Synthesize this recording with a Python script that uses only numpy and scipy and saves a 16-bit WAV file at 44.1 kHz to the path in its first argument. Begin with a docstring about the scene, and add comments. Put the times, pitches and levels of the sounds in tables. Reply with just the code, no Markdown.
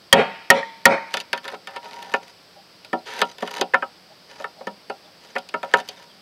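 """Three hard blows drive a blade into a thick green bamboo tube: ringing steel modes, a boom from the tube, a thud.
The blade then scrapes and levers in the cut, as clumps of tiny slips that sound tube and steel.
Taps on modelled tube modes make the hollow knocks, until a piece of the wall snaps free.
A hut throws the blows back as dying noise; insects hiss as filtered noise and a small bird chirps far away.
The blows overload the close microphone, which clips and is then limited."""
import sys
import numpy as np
from scipy import signal
from scipy.fft import rfft, irfft, next_fast_len
from scipy.io import wavfile
from scipy.ndimage import uniform_filter1d

SR = 44100
rng = np.random.default_rng(int(sys.argv[2]) if len(sys.argv) > 2 else 0)


def dump_mix(stems):
    """Bounce the given channels to the path in sys.argv[1] as a 16-bit WAV at rate SR."""
    frames = np.atleast_2d(stems).T  # one column per channel
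    limited = np.clip(frames, -1, 1)  # hard clip at full scale
    pcm = np.round(limited * 32767).astype(np.int16)
    wavfile.write(sys.argv[1], SR, pcm)


N = 273861  # length in samples

# Still air, relative spectrum: [f/Hz, density/dB per Hz]
AIR_SPECTRUM = [(20, -35.5), (45, -25), (100, -15.5), (170, -15.5), (300, -12.5), (600, -12), (1000, -16),
                (2200, -18.5), (3800, -18), (5500, -21), (6700, -32.5), (10000, -34.5), (15500, -33.5)]
# Steady band of insects, relative spectrum: [f/Hz, density/dB per Hz]
INSECT_SPECTRUM = [(3000, -41), (4200, -13), (4650, -4), (4950, -4.5), (5300, -8.5), (5900, -27),
                   (7200, -38.5), (7900, -17), (9000, -33.5)]
# Falling chirps of a far bird: [t/s, start f/Hz, level/dB]
BIRD_CHIRPS = [(2.965, 4400, -57), (4.57, 4450, -60), (5.03, 3810, -58.5), (5.941, 3960, -58),
               (6.084, 3500, -58)]
# Soft hollow hoots: [t/s, level/dB]
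SOFT_HOOTS = [(2.54, -51.5), (4.08, -54.5), (4.545, -51.5), (5.03, -56)]
# Echo of the hut, relative colour: [f/Hz, level/dB]
ECHO_COLOUR = [(30, -44.5), (100, -20.5), (190, 1.5), (300, -7.5), (420, 1), (700, 2.5), (1100, -12.5),
               (2300, -11.5), (3200, -22), (4500, -27), (6000, -39), (9000, -45), (14000, -54.5)]
# Echo of the hut, decay: [f/Hz, t60/s]
ECHO_T60 = [(100, 0.48), (500, 0.35), (1500, 0.73), (4000, 0.98), (12000, 0.25)]

# Levering strokes in the cut; the more the edge bears, the more steel and fizz:
# [start t/s, end t/s, level/dB, edge/dB]
LEVER_STROKES = [(1.101, 1.225, -49, -3.5), (1.33, 1.374, -49, -18), (1.423, 1.562, -42, -18),
                 (1.682, 1.791, -46.5, -29), (1.81, 2.187, -42.5, -14.5), (2.219, 2.315, -59, -3.5),
                 (3.174, 3.23, -42.5, -10), (3.239, 3.33, -59.5, 2.5), (3.399, 3.502, -48, -10),
                 (3.499, 3.635, -41, -7.5), (4.271, 4.45, -52.5, -7.5), (5.198, 5.405, -59.5, -3),
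                 (5.634, 5.768, -50, -15), (5.754, 5.816, -43.5, -12), (5.834, 6.055, -54.5, -6.5)]
# Fizz of the slipping edge, relative spectrum: [f/Hz, density/dB per Hz]
FIZZ_SPECTRUM = [(100, -47), (1200, -10), (2200, 16.5), (4500, 11.5), (7000, -5), (12000, -12),
                 (16000, -30)]
# Single fibres snapping, relative spectrum: [f/Hz, density/dB per Hz]
SNAP_SPECTRUM = [(100, -50), (1200, -1), (3500, 8.5), (8000, -7), (12000, -4), (16000, -14)]
# High modes of the free blade, rung when its edge scrapes or springs loose: [f/Hz, level/dB, t60/s]
STEEL_MODES = [(1950, 0, .02), (3025, -3, .04), (3903, -2, .032), (4818, -1, .045), (6051, -2, .03),
               (6850, -5, .02), (8400, -12, .018), (9650, -10, .018), (11510, -13, .014),
               (14200, -17, .014)]
# The edge springs loose and clinks: [t/s, level/dB]
EDGE_CLINKS = [(1.204, -50), (3.6111, -22.5), (5.89, -35.5)]

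# Air column and wall of the tube, levels before spot-to-spot spread: [f/Hz, level/dB, t60/s]
TUBE_MODES = [(180.2, -20, 0.24), (240.2, -14, 0.17), (419.6, -1.5, 0.085), (549.3, -0.5, 0.12),
              (626.6, -6, 0.092), (743.3, -5, 0.16), (796.7, 0.5, 0.12), (948.8, 6, 0.12),
              (1050, -8.5, 0.063), (1288, -1, 0.077), (1376, -6, 0.13), (1434, -2, 0.067), (1560, 1, 0.042),
              (1777.5, 5.5, 0.051), (2040, -2.5, 0.032), (2202, -5.5, 0.0486), (2500, -10, .05),
              (2996, -3, 0.015), (3745, -9, 0.034), (4453, -7, .04), (4940, -10.5, .045)]
# Dense lesser modes of the wall, decay: [f/Hz, t60/s]
WALL_T60 = [(150, 0.085), (700, 0.17), (1500, 0.023), (3000, 0.096), (6000, 0.016), (14000, 0.029)]
# Dense lesser modes of the wall, relative colour: [f/Hz, level/dB]
WALL_COLOUR = [(30, -33), (110, -13), (180, -6), (330, 0.5), (1000, 6.5), (16000, -19)]
# Dull low thumps, one like a wall's echo just after the first blow, the others under knocks:
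# [t/s, f/Hz, level/dB, t60/s]
LOW_THUMPS = [(.189, 428, -7.5, 0.072), (2.931, 335, -20, 0.12), (4.67, 201.6, -35, 0.27),
              (5.739, 402, -25.5, 0.11)]
# Knocks of blade and loose piece on the tube; over the cavity they sound hollow, breaking fibres they bite:
# [t/s, level/dB before the clack, hollow/dB, bite/dB]
TUBE_KNOCKS = [(1.140, -25.5, -1.5, 0.5), (1.170, -30, -8, 0), (1.2018, -37, 1, 20),
               (1.3303, -23.5, -6, -5.5), (1.376, -38.5, -16, -4), (1.479, -36, -12, -2),
               (1.532, -36, 18, -8), (1.672, -37.5, -6.5, -2.5), (1.762, -34, -1.5, -7.5),
               (2.139, -19, -4.5, -16.5), (2.847, -47, -1, 6), (2.93, -21.5, 3, -18.5),
               (3.2162, -18, -3.5, -5), (3.383, -44, 1, 3.5), (3.424, -26, 10.5, -5.5),
               (3.475, -36.5, -8, -3), (3.595, -34, 20, 6), (3.6126, -21, 9.5, 4.5), (3.7361, -20, -4, -30),
               (3.742, -13.5, -13.5, -26.5), (3.8231, -25, -8.5, -29), (4.399, -36, 11, -4),
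               (4.442, -29.5, -9, -20.5), (4.608, -38.5, 17, -5), (4.670, -29.5, 2, -12),
               (4.898, -29.5, 5.5, -9.5), (5.354, -31.5, 4, -13.5), (5.362, -24.5, -6.5, -23),
               (5.383, -41, 0, 10), (5.489, -45, 3, 14), (5.540, -24, -4.5, -22), (5.63, -28.5, 2.5, -12.5),
               (5.738, -11.5, -6, -17.5), (5.801, -42.5, -6, 4), (5.8882, -36.5, 15, 23)]
# Band filters that split a knock: hollow, body, middle, crack, splinter [second-order sections]
KNOCK_REGISTERS = [signal.butter(4, edges, "band", fs=SR, output="sos") for edges in [(165, 680),
                   (680, 1150), (1150, 2800), (2800, 6500), (6500, 13300)]]

# Blows that drive the blade in:
# [t/s, blade ring/dB, upper modes/dB re ring, tube boom/dB, clap into the yard/dB, air column/dB]
DRIVING_BLOWS = [(0.1275, 7, 3, -6, 20, -33), (0.5024, 12.5, -18.5, -6, 18, -13.5),
                 (0.855, 9, -31.5, -5, 17.5, -8.5)]
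# Bending modes of the wedged blade: [f/Hz, relative level/dB, t60/s]
BLADE_MODES = [(1875, 0, .045), (1765, -8, .035), (2230, -17, .04), (2530, -14, .03), (3213, 0, .04),
               (3330, -10, .04), (4600, -12, .03)]
# What rings on after a blow: [f/Hz, level/dB, t60/s]
AFTERRING_MODES = [(233, -27, .27), (549, -7, .21), (911, -20, .62), (945, -19, .2), (1364, -24, .25),
                   (1863, -32, .5), (2228, -31, .35), (2315, -27, .3), (2528, -30, .27), (3213, -26, .45)]
# The blade rings faintly again after a blow: [t/s, level/dB]
BLADE_REBOUNDS = [(.630, -19), (0.979, -21.5)]

# the wall's body sounds with the cavity: dB per dB of hollow
BODY_PER_HOLLOW = 0.73
# splinters follow the bite: dB at no bite
SPLINTER_DB = -12.5
# hard, biting knocks are sharp, soft ones chatter: dB at full level, dB per dB of level, dB per dB of bite
SHARP_DB, SHARP_PER_LEVEL, SHARP_PER_BITE = 10, 0.27, 0.25
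# a biting edge brings out the wall's woody clack: dB at no bite, dB per dB of bite
CLACK_LOW_HZ, CLACK_HIGH_HZ = 2010, 3050
CLACK_DB, CLACK_PER_BITE = 5, 0.32
# levering: mean slip rate, then fizz at zero edge and dB per dB of edge
SLIPS_PER_S, FIZZ_DB, FIZZ_PER_EDGE = 1000, -4, 0.49
# the blade slides down through the cut in one fast, smooth pass
SLIDE_START_S, SLIDE_END_S, SLIDE_SLIPS_PER_S = 3.05, 3.226, 30000
SLIDE_DB, SLIDE_FIZZ_DB, SLIDE_STEEL_DB = -41.5, -3.5, -10
# a hard blow sets the air column swelling and humming on
COLUMN_HZ, COLUMN_T60_S, COLUMN_SWELL_S = 552, .2, 0.032


def amp(db):
    """Turns decibels into gain."""
    return np.exp(np.asarray(db) * (np.log(10) / 20))


def evened(x):
    """Scales a sound to an rms of one."""
    return x / np.sqrt(np.mean(x ** 2) + 1e-20)


def read(points, hz):
    """Reads a table on a log-frequency axis."""
    f, value = np.transpose(points)
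    return np.interp(np.log(hz + 1), np.log(f + 1), value)


def add(mix, s, sound):
    """Lays a sound into the mix at time s."""
    part = mix[max(round(s * SR), 0):][:len(sound)]
    part += sound[:len(part)]


def seconds(length):
    """Makes a time axis in seconds."""
    return np.arange(int(length * SR)) / SR


def coloured(x, spectrum):
    """Filters a sound with a gain curve over frequency."""
    gain = amp(read(spectrum, np.fft.rfftfreq(len(x), 1 / SR)))
    return irfft(rfft(x) * gain, len(x))


def coloured_noise(spectrum):
    """A steady noise bed for the whole scene, at an rms of one."""
    return evened(coloured(rng.standard_normal(N), spectrum))


def ring(modes, t):
    """Struck modes: dying sines of alternating sign."""
    sound = 0
    for k, (hz, db, t60) in enumerate(modes):
        sound = sound + (-1) ** k * amp(db - 60 * t / t60) * np.sin(2 * np.pi * hz * t)
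    return sound


def dying_noise(decay, size):
    """Noise in which each frequency dies at its own speed."""
    hz, t, bins = signal.stft(rng.standard_normal(size), SR, nperseg=256)
    bins = bins * amp(-60 * t / read(decay, hz)[:, None])
    return signal.istft(bins, SR, nperseg=256)[1][:size]


def chirp(start_hz, level_db, fall=0.14, length_s=0.057, blur=1.33):
    """A faint whistle that slides down by a fraction of its pitch, blurred by distance."""
    t = seconds(length_s)
    turns = np.cumsum(start_hz * (1 - fall * t / length_s)) / SR
    drift = uniform_filter1d(rng.standard_normal(SR), size=150)
    flutter = 1 + blur * evened(drift)[:len(t)]
    return amp(level_db) * evened(np.sin(2 * np.pi * turns) * flutter * np.hanning(len(t)))


def hoot(level_db, low_hz=625, high_hz=800, width_hz=35, length_s=0.083):
    """A soft swell of noise in two narrow resonances."""
    hz = np.fft.rfftfreq(SR, 1 / SR)
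    peaks = sum(1 / (1 + ((hz - centre) / width_hz) ** 2) for centre in (low_hz, high_hz))
    swell = np.hanning(int(length_s * SR))
    noise = irfft(rfft(rng.standard_normal(SR)) * peaks)[:len(swell)]
    return amp(level_db) * evened(noise * swell)


def outdoors(insect_db=-57, air_db=-52, drone_db=-65):
    """Still air, the tube's lowest mode humming in it, a steady band of insects, and far calls."""
    air = amp(air_db) * coloured_noise(AIR_SPECTRUM)
    drone = amp(drone_db) * coloured_noise([(100, -76.5), (155, -9.0), (176, 0), (200, -3.5), (300, -66)])
    insects = amp(insect_db) * coloured_noise(INSECT_SPECTRUM)
    mix = air + drone + insects
    for s, start_hz, level_db in BIRD_CHIRPS:
        add(mix, s, chirp(start_hz, level_db))
    for s, level_db in SOFT_HOOTS:
        add(mix, s, hoot(level_db))
    return mix


def hut(x, arrival_s=0.07, spread_s=0.022, wall_db=6, onset_s=0.014):
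    """Scattered echoes from the yard, with a cluster from the hut's wall."""
    t = seconds(.7)
    cluster = 1 + amp(wall_db) * np.exp(-.5 * ((t - arrival_s) / spread_s) ** 2)
    echo = coloured(dying_noise(ECHO_T60, len(t)), ECHO_COLOUR) * cluster
    echo *= np.minimum(t / onset_s, 1) ** 2
    echo *= np.minimum((t[-1] - t) / .2, 1) ** 2  # fade the tail out
    return signal.fftconvolve(x, echo / np.linalg.norm(echo))[:N]


def tube(spread_db=2, wall_db=7, click_db=11, click_s=0.00037):
    """The tube's answer to a tap: a dry click, then its modes; every spot favours other modes."""
    t = np.arange(8192) / SR
    modes = np.array(TUBE_MODES, float)
    modes[:, 1] += spread_db * rng.standard_normal(len(modes))
    click = amp(click_db) * rng.standard_normal(len(t)) * np.exp(-t / click_s)
    wall = coloured(amp(wall_db) * dying_noise(WALL_T60, len(t)) + click, WALL_COLOUR)
    fade = np.minimum((t[-1] - t) / .06, 1) ** 2
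    return (ring(modes, t) + wall) * fade


def stroke(start, end, level_db, fizz_db, steel_db, slips_per_s,
           grain_db=3, clump_db=2.5, fade=0.18, snaps_per_s=110, snap_db=-3):
    """Clumps of tiny edge slips fizz and sound the tube and the steel; now and then a fibre tears."""
    size = int(np.clip((end - start) * SR, 64, SR / 2))
    pressure = np.pad(signal.windows.tukey(size, fade), (0, next_fast_len(size + SR // 10) - size))
    count = len(pressure)
    sign = rng.standard_normal(SR)[:count]
    chance = rng.random(SR)[:count]
    strength = rng.exponential(1, SR)[:count]
    drift = rng.standard_normal(SR)[:count]

    density = np.clip(slips_per_s / SR, 0, 1)
    clumps = evened(uniform_filter1d(drift, size=500))
    # a fast slide is smooth
    unevenness_db = (1 - density) ** 2 * (grain_db * np.minimum(strength, 4) + clump_db * clumps)
    slips = sign * (chance < density) * amp(unevenness_db) * pressure
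    snaps = strength * (chance < snaps_per_s * (1 - density) / SR) * pressure

    # each slip and snap tears for about a millisecond
    tears = signal.lfilter([1], [1, -np.exp(-1 / (.001 * SR))], [abs(slips), snaps])
    slip_noise, snap_noise = tears * rng.standard_normal(SR)[:count]
    fizz = evened(coloured(slip_noise, FIZZ_SPECTRUM))
    fizz += amp(snap_db) * (1 - density) * evened(coloured(snap_noise, SNAP_SPECTRUM))

    hollow = evened(signal.fftconvolve(slips, tube())[:count])
    # the soft green wall swallows treble
    hollow = signal.sosfilt(signal.butter(2, 4500, fs=SR, output="sos"), hollow)
    steel = evened(signal.fftconvolve(slips, ring(STEEL_MODES, seconds(0.066)))[:count])
    sound = hollow + amp(steel_db) * steel + amp(fizz_db) * fizz
    return amp(level_db) * np.sqrt(count / size) * sound  # make up for the silent padding


def clink(level_db):
    """The free edge springs loose and rings its high modes."""
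    return amp(level_db) * ring(STEEL_MODES, seconds(.1))


def thump(hz, level_db, t60, swell_s=0.0016):
    """A dull low thump: one dying sine that sets in softly."""
    t = seconds(.2)
    return ring([(hz, level_db, t60)], t) * (1 - np.exp(-t / swell_s)) ** 2


def contact(chatter=0.25, chatter_s=0.0033):
    """A first touch, then a few milliseconds of chatter as fibres give way."""
    t = seconds(.03)
    touches = rng.standard_normal(len(t)) * (rng.random(len(t)) < .25)
    force = chatter * touches * np.exp(-t / chatter_s)
    force[0] = 1
    return force / np.linalg.norm(force)


def knock(level_db, hollow_db, body_db, crack_db, splinter_db, sharp_db=0, chatter=0.14, click_db=12):
    """A sharp knock is mostly click, a blunt one chatters; the spot shares its energy among five registers."""
    answer = tube(click_db=click_db + max(sharp_db, 0))
    sound = signal.fftconvolve(contact(chatter / amp(sharp_db)), answer)
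    shares = amp([hollow_db, body_db, 0, crack_db, splinter_db])
    bands = [signal.sosfilt(register, sound) for register in KNOCK_REGISTERS]
    sound = sum(share * evened(band) for share, band in zip(shares, bands))
    # the level is the whole energy spread over 40 ms
    return amp(level_db) * sound / np.linalg.norm(sound) * np.sqrt(.04 * SR)


def strike(level_db, hollow_db, bite_db, most_clack_db=3):
    """A knock whose body, clack, splinters and sharpness follow from its strength, hollowness and bite."""
    sharp_db = SHARP_DB + SHARP_PER_LEVEL * level_db + SHARP_PER_BITE * bite_db
    body_db = BODY_PER_HOLLOW * hollow_db
    sound = knock(level_db, hollow_db, body_db, bite_db, SPLINTER_DB + bite_db, sharp_db)
    band = signal.butter(1, [CLACK_LOW_HZ, CLACK_HIGH_HZ], "band", fs=SR, output="sos")
    clack = signal.sosfilt(band, sound)
    clack_db = min(CLACK_DB + CLACK_PER_BITE * bite_db, most_clack_db)
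    return sound + (amp(clack_db) - 1) * clack  # boosts or cuts the clack band


def air_column(level_db):
    """The air in the tube takes a moment to start humming, then dies away."""
    t = seconds(.4)
    swell = t / COLUMN_SWELL_S
    return amp(level_db - 60 * t / COLUMN_T60_S) * swell * np.cos(2 * np.pi * COLUMN_HZ * t)


def rebound(level_db):
    """The wedged blade rings faintly again in its first three modes."""
    return amp(level_db) * ring(BLADE_MODES[:3], seconds(.1))


def blow(blade_db, upper_db, boom_db, upper_hz=2850, tick_db=-12, tick_s=0.0024,
         swell_s=0.002, thud_db=-27, thud_hz=75, thud_s=0.0068):
    """The blade rings hard and briefly; the tube takes up the blow and booms over a thud of the ground."""
    t = seconds(.8)

    def off_centre(modes):
        """An off-centre blow shifts the level of the upper modes."""
        return [(hz, db + upper_db * (hz > upper_hz), t60) for hz, db, t60 in modes]

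    blade = ring(off_centre(BLADE_MODES), t)
    tick = amp(tick_db) * rng.standard_normal(len(t)) * np.exp(-t / tick_s)
    thud = amp(thud_db) * np.sin(2 * np.pi * thud_hz * t) * np.exp(-t / thud_s)
    body = ring(off_centre(AFTERRING_MODES), t) + thud
    add(body, 0, knock(boom_db, hollow_db=-3.0, body_db=-3.5, crack_db=-8.5, splinter_db=-28))
    return amp(blade_db) * (blade + tick) + body * (1 - np.exp(-t / swell_s))


def scene(work_echo_db=-38):
    """The clap of each blow carries across the yard; the work in the cut stays close and nearly dry."""
    blows, claps, work = np.zeros((3, N))
    for start, end, level_db, edge_db in LEVER_STROKES:
        fizz_db = FIZZ_DB + FIZZ_PER_EDGE * edge_db
        add(work, start, stroke(start, end, level_db, fizz_db, edge_db, SLIPS_PER_S))
    slide = stroke(SLIDE_START_S, SLIDE_END_S, SLIDE_DB, SLIDE_FIZZ_DB, SLIDE_STEEL_DB, SLIDE_SLIPS_PER_S)
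    add(work, SLIDE_START_S, slide)
    for s, level_db in EDGE_CLINKS:
        add(work, s, clink(level_db))
    for s, hz, level_db, t60 in LOW_THUMPS:
        add(work, s, thump(hz, level_db, t60))
    for s, level_db, hollow_db, bite_db in TUBE_KNOCKS:
        add(work, s, strike(level_db, hollow_db, bite_db))
    for s, level_db in BLADE_REBOUNDS:
        add(blows, s, rebound(level_db))
    for s, blade_db, upper_db, boom_db, clap_db, column_db in DRIVING_BLOWS:
        add(blows, s, blow(blade_db, upper_db, boom_db))
        add(blows, s, air_column(column_db))
        add(claps, s, amp(clap_db) * contact())
    echoes = hut(claps + amp(work_echo_db) * work)
    return (blows + work + echoes + outdoors())[None]


def record(dry, threshold_db=-7, most_db=5, attack_s=.002, recovery_db_per_s=60, low_cut_hz=55, treble_hz=14000):
    """The input clips, a limiter pulls the overload down and lets go, then the band limits."""
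    clipped = np.clip(dry[0], -1, 1)
    keep = np.exp(-1 / (attack_s * SR))
    power = signal.lfilter([1 - keep], [1, -keep], clipped ** 2)
    power_db = 10 * np.log10(power + 1e-12)
    # the gain reduction holds its peaks, which sink at the recovery rate
    fall = np.arange(N) / SR * recovery_db_per_s
    over_db = np.maximum.accumulate(np.clip(power_db - threshold_db, 0, most_db) + fall) - fall
    limited = clipped * amp(-signal.lfilter([1 - keep], [1, -keep], over_db))
    band = signal.butter(2, [low_cut_hz, treble_hz], "band", fs=SR, output="sos")
    limited = signal.sosfilt(band, limited)
    steep_cut = signal.firwin(255, 15900, window=("kaiser", 8), fs=SR)
    return signal.oaconvolve(limited, steep_cut, "same")[None]


dry = scene()
out = record(dry)
dump_mix(out)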